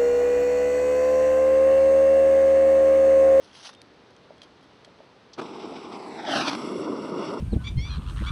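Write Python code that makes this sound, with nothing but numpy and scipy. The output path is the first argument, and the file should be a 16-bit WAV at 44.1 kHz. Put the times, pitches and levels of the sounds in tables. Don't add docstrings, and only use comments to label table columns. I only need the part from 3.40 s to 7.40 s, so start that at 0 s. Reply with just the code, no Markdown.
import sys
import numpy as np
from scipy import signal
from scipy.fft import rfft, irfft
from scipy.io import wavfile
from scipy.ndimage import map_coordinates

SR = 44100
rng = np.random.default_rng(int(sys.argv[2]) if len(sys.argv) > 2 else 0)


def wav_out(sig):
    wavfile.write(sys.argv[1], SR, np.round(np.clip(np.atleast_2d(sig).T, -1, 1) * 32767).astype(np.int16))


N = 176400

# time_s, roar_db, middle_db, hiss_db, top_db
FLAME_LEVELS = [(2.04, -41, -46, -46.5, -63), (2.18, -43.5, -46, -47, -65), (2.318, -39.5, -45, -49.5, -62),
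                (2.41, -47, -47.5, -47.5, -64), (2.508, -37.5, -45, -50, -63),
                (2.524, -41.5, -42.5, -45, -60.5), (2.672, -42, -41.5, -50, -58.5),
                (2.848, -44.5, -38, -46, -61), (2.89, -33, -29, -33.5, -53),
                (2.912, -32.5, -25, -30.5, -42), (3.022, -27.5, -25, -30.5, -42),
                (3.044, -32.5, -29, -37.5, -50), (3.082, -29, -29, -26, -41),
                (3.104, -34.5, -30.5, -35.5, -51), (3.186, -37, -43, -43.5, -53),
                (3.316, -31.5, -38.5, -49.5, -56.5), (3.354, -34.5, -43.5, -48, -58),
                (3.392, -30.5, -40.5, -48, -54.5), (3.47, -31.5, -38, -49, -63),
                (3.508, -28, -38.5, -50.5, -61), (3.638, -35, -41, -48, -60), (3.742, -29, -38, -50.5, -62),
                (3.862, -33, -37, -44.5, -58.5), (3.896, -29.5, -37, -45, -60),
                (3.972, -33.5, -36, -53.5, -61), (4.0, -32, -47, -51.5, -58)]
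# pitch_hz, level_db
OPEN_AIR_TONE = [(18,-79), (30,-55), (59,-49), (171,-7.5), (210,-4), (379,1), (560,-13.5), (650, -8.5),
                 (818,-1), (1340,-5.5), (1700,-21.5), (2100,-21), (3130,-29.5), (3820,-23.5), (4300, -28.5),
                 (4900, -26.5), (5450,-26.5), (6000, -33), (6500,-42), (7700,-31.5), (9400,-45),
                 (10700,-39.5), (11400,-60)]
RIM_TONE = [(18,-84), (30,-78), (124,-19.5), (288,-3.5), (473,-20), (563,-7), (800,6), (1100,-4.5),
            (1600,-8.5), (2160,-14.5), (2980,-11.5), (5830,-14.5), (6930,-29), (7660,-20.5), (11400,-24)]
IN_CAN_TONE = [(18,-82), (30,-73), (96,-24), (203,-3.5), (360,0.5), (638,-10.5), (759,-21), (950,-12.5),
               (1280,-14), (1490,-21.5), (1640,-40.5), (1850, -35), (2150,-25), (2470,-36.5), (2800, -24),
               (3100, -38), (3400,-27.5), (4050,-42), (4500, -31.5), (4900, -36), (5540,-26), (6400,-50),
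               (7800,-35.5), (9000,-50), (10600,-40.5), (11400,-62)]
# time_s, boost_db
SPUTTERS = [(2.802, 5), (2.852, 8), (3.098, 6), (3.115, 4.5), (3.133, 8), (3.152, 9)]
# time_s, delay_ms, strength (0 to 1)
ECHO_PATH = [(2.0, .39, .8), (2.5, .40, .8), (2.75, .54, .8), (2.9, .67, .8), (3.05, .88, .7),
             (3.18, 1.0, .5), (3.3, 1.0, .0)]
# time_s, level_db
HOLLOW_LEVELS = [(2.62, -61), (2.75, -63), (2.86, -50), (2.91, -37), (2.98, -42), (3.05, -51), (3.12, -69)]
# start_s, level_db, length_s
PUFFS = [(1.974, -20.5, 0.035), (2.009, -26, .016)]
# pitch_hz, level_db
PUFF_TONE = [(18, -58.5), (30, -35), (398, 0.5), (523, -9), (1380, -10), (1900, -24.5), (2210, -19.5),
             (3920, -26), (10600, -46), (11400, -53), (14800, -85), (22000, -120)]
# start_s, level_db
KNOCKS = [(0.906, -31.5), (1.476, -37.5), (1.604, -35.5), (2.323, -26)]
# pitch_hz, level_db, ring_s
GAS_CAN_NOTES = [(614, 23, 0.024), (563, -6, .02), (820, -2, 0.027)]
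# start_s, peak_db, rattle_s, rattle_db, brightness_db_per_octave
CLICKS = [(.0445, -43, .006, -8, 16), (.113, -46, .004, -25, 2), (.131, -44, .004, -25, 0),
          (.153, -36, .01, -15, -2), (.349, -40, .006, -12, 3), (.4165, -32, .004, -25, 3),
          (.707, -49, .005, -8, 4), (.765, -45, .004, -8, 1), (.981, -47, .008, -6, 1),
          (1.018, -33, .012, -2, -3), (1.031, -42, .025, 0, -2), (1.228, -49, .06, -6, 3),
          (1.4475, -33, .02, -20, -2), (1.587, -50, .008, -8, 0)]
# pitch_hz, level_db, ring_s
TRIGGER_NOTES = [(2200, -14, .006), (3280, 1, .022), (3700, -3, .005), (4150, -2, .006), (4700, -2, .007),
                 (5400, -3, .005), (6100, -5, .005), (7700, -15, .004), (9300, -17, .004),
                 (10800, -17, .004)]
# time_s, high_part_db, low_part_db
RUSTLE_LEVELS = [(0.0, -68, -82), (0.036, -58, -65), (0.124, -64.5, -62), (0.148, -51, -64),
                 (0.212, -51.5, -54), (0.216, -53, -62), (0.27, -41, -48), (0.28, -46.5, -59),
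                 (0.294, -46.5, -42), (0.326, -67, -79), (0.334, -54, -48), (0.34, -51, -73)]
# pitch_hz, level_db
CLOTH_TONE = [(1120, -54), (1900, -16.5), (2340, -22), (2700, -12), (5270, -13), (6120, -13), (7060, -27.5),
              (10600, -23.5), (11400, -41), (14800, -64), (22000, -120)]
# pitch_hz, level_db
GARDEN_TONE = [(12, -71), (20, -36), (75, -5.5), (308, -2.5), (343, -5), (381, -2), (424, -2.5),
               (471, -2.5), (702, -8), (915, -8), (2260, -16.5), (4270, -18.5), (11400, -42.5),
               (14800, -69), (22000, -120)]
# pitch_hz, width_hz, depth (0 to 1)
TREBLE_DIPS = [(7030, 900, .97), (8530, 700, .97), (10030, 700, .97)]

TO_RIM_S, TO_CAN_S = (2.78, 2.9), (3.1, 3.25)
BAND_EDGES_HZ = (0, 620, 1600, 6900, SR)
LUMPS_DB, LUMPS_HZ, SHIMMER_DB, SHIMMER_HZ = 0.5, 37, 1.5, 21
SPUTTER_S, SNAP_S = 0.0028, 0.00061
ECHO_SHIFT_CYCLES, ECHO_TOP_HZ = 0.2, 4000
BOUNCE_S, BOUNCE_DB = 0.014, -11


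def flame():
    t = np.arange(N) / SR
    rim, can = np.interp(t, TO_RIM_S, [0, 1]), np.interp(t, TO_CAN_S, [0, 1])
    places = [(1 - rim, OPEN_AIR_TONE), (rim * (1 - can), RIM_TONE), (can, IN_CAN_TONE)]
    lumps_db = LUMPS_DB * drift(LUMPS_HZ)
    sputter_db = sum(db * np.exp(-((t - s) / SPUTTER_S) ** 2) for s, db in SPUTTERS)
    out = np.zeros(N)
    for level_db, low_hz, high_hz in zip(curves(FLAME_LEVELS), BAND_EDGES_HZ, BAND_EDGES_HZ[1:]):
        band = sum(np.sqrt(share) * colour(noise(), tone, low_hz, high_hz) for share, tone in places)
        flicker = amp(lumps_db + SHIMMER_DB * drift(SHIMMER_HZ))
        gain = amp(level_db + sputter_db * (low_hz > 0))
        out += gain * rms_one(band * flicker)
    lit = np.clip((t - PUFFS[1][0]) / 0.0055, 0, 1)
    return add_echo(out) * lit


def add_echo(sound):
    delay_ms, strength = curves(ECHO_PATH)
    hz = np.arange(N // 2 + 1) * SR / N
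    shifted = rfft(sound) * np.exp(2j * np.pi * ECHO_SHIFT_CYCLES)
    dull = irfft(shifted / (1 + (hz / ECHO_TOP_HZ) ** 3), N)
    late = map_coordinates(dull, [np.arange(N) - delay_ms * SR / 1000], order=3)
    return (sound + strength * late) / np.sqrt(1 + strength ** 2)


def hollow_rim(width_hz=220):
    delay_ms, _ = curves(ECHO_PATH)
    pitch_hz = (2 + ECHO_SHIFT_CYCLES) * 1000 / delay_ms
    phase = 2 * np.pi * np.cumsum(pitch_hz) / SR
    level_db = curves(HOLLOW_LEVELS, left=-120, right=-120)[0]
    return amp(level_db) * (drift(width_hz) * np.cos(phase) + drift(width_hz) * np.sin(phase))


def lighting_puffs():
    t = np.arange(N) / SR
    swell = np.zeros(N)
    for start_s, level_db, length_s in PUFFS:
        progress = np.clip((t - start_s) / length_s, 0, 1)
        swell += amp(level_db - 7) * np.sin(np.pi * progress ** 1.46)
    return swell * colour(noise(), PUFF_TONE)


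def valve_spit(start_s=1.931, level_db=-46, rise_s=0.0055):
    age = np.maximum(np.arange(N) / SR - start_s, 0) / rise_s
    hiss = colour(noise(), [(2000, 0), (8000, 0)], low_hz=3200, high_hz=6200)
    return amp(level_db) * age * np.exp(1 - age) * hiss


def hand_knocks():
    hits = np.zeros(N)
    for start_s, level_db in KNOCKS:
        hits[int(start_s * SR)] = amp(level_db)
        hits[int((start_s + BOUNCE_S) * SR)] = amp(level_db + BOUNCE_DB)
    keep_middle = signal.butter(2, [400, 1500], "band", fs=SR, output="sos")
    return signal.sosfilt(keep_middle, strike(hits, GAS_CAN_NOTES))


def trigger_clicks():
    out, age_s = np.zeros(N), np.arange(SR // 8) / SR
    for start_s, peak_db, rattle_s, rattle_db, brightness in CLICKS:
        snap = np.exp(-age_s / SNAP_S)
        rattle = amp(rattle_db - 20 * age_s / rattle_s)
        push = rng.standard_normal(len(age_s)) * (snap + rattle)
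        notes = [(hz, db + brightness * np.log2(hz / 4000) + rng.normal(0, 0.83), ring_s)
                 for hz, db, ring_s in TRIGGER_NOTES]
        click = strike(push, notes)
        first = int(start_s * SR)
        out[first:first + len(click)] += amp(peak_db) * click / np.abs(click).max()
    return out


def thin_ringing(start_s=0.308, end_s=0.418, pitch_hz=3640, level_db=-60):
    t = np.arange(N) / SR
    sounding = (t > start_s) & (t < end_s)
    return amp(level_db + 2 * drift(30)) * np.sin(2 * np.pi * pitch_hz * t) * sounding


def cloth_rustle(ticks_per_s=8300, uneven_db=2):
    ticks = (rng.random(N) < ticks_per_s / SR) * rng.standard_normal(N)
    ticks *= amp(uneven_db * np.minimum(rng.exponential(1, N), 4))
    high_db, low_db = curves(RUSTLE_LEVELS, right=-120)
    high = colour(ticks, CLOTH_TONE, low_hz=1900)
    low = colour(ticks, [(500, -9.5), (2000, -7.5)], low_hz=620, high_hz=1580)
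    return amp(high_db) * high + amp(low_db) * low


def garden(level_db=-54, waver_db=0.22):
    return amp(level_db) * colour(noise() * amp(-waver_db * drift(2)), GARDEN_TONE)


def noise():
    return rng.standard_normal(N)


def amp(db):
    return 10 ** (np.asarray(db) / 20)


def rms_one(sound):
    return sound / np.sqrt(np.mean(sound ** 2) + 1e-20)


def curves(rows, **ends):
    time_s, *columns = np.transpose(rows)
    return [np.interp(np.arange(N) / SR, time_s, column, **ends) for column in columns]


def colour(sound, tone, low_hz=0, high_hz=SR):
    hz = np.arange(1, N // 2 + 2) * SR / N
    pitch_hz, level_db = np.transpose(tone)
    gain = amp(np.interp(np.log(hz), np.log(pitch_hz), level_db))
    band = 1 / np.sqrt((1 + (low_hz / hz) ** 16) * (1 + (hz / high_hz) ** 16))
    return rms_one(irfft(rfft(sound) * gain * band, N))


def drift(speed_hz):
    decay = np.exp(-2 * np.pi * speed_hz / (SR / 10))
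    steps = rng.standard_normal(N // 10 + 4002)
    slow = signal.lfilter([1], [1, -2 * decay, decay ** 2], steps)[4000:]
    return np.interp(np.arange(N) / 10, np.arange(len(slow)), rms_one(slow))


def strike(hits, notes):
    out = 0
    for hz, db, ring_s in notes:
        decay, angle = amp(-60 / (ring_s * SR)), 2 * np.pi * hz / SR
        feedback = [1, -2 * decay * np.cos(angle), decay ** 2]
        out += amp(db) * signal.lfilter([0, np.sin(angle)], feedback, hits + 1e-18)
    return out / sum(amp(db) for _, db, _ in notes)


def scene():
    torch = flame() + hollow_rim() + lighting_puffs() + valve_spit()
    handling = hand_knocks() + trigger_clicks() + thin_ringing() + cloth_rustle()
    return (torch + handling + garden())[None]


def record(dry, cutoff_hz=11260, hiss_db=-99):
    for hz, width_hz, depth in TREBLE_DIPS:
        b, a = signal.iirpeak(hz, hz / width_hz, fs=SR)
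        dry = dry - depth * signal.lfilter(b, a, dry)
    cut_top = signal.ellip(12, .5, 80, cutoff_hz, fs=SR, output="sos")
    return signal.sosfilt(cut_top, dry) + amp(hiss_db) * rng.standard_normal(dry.shape)


dry = scene()
out = record(dry)
wav_out(out)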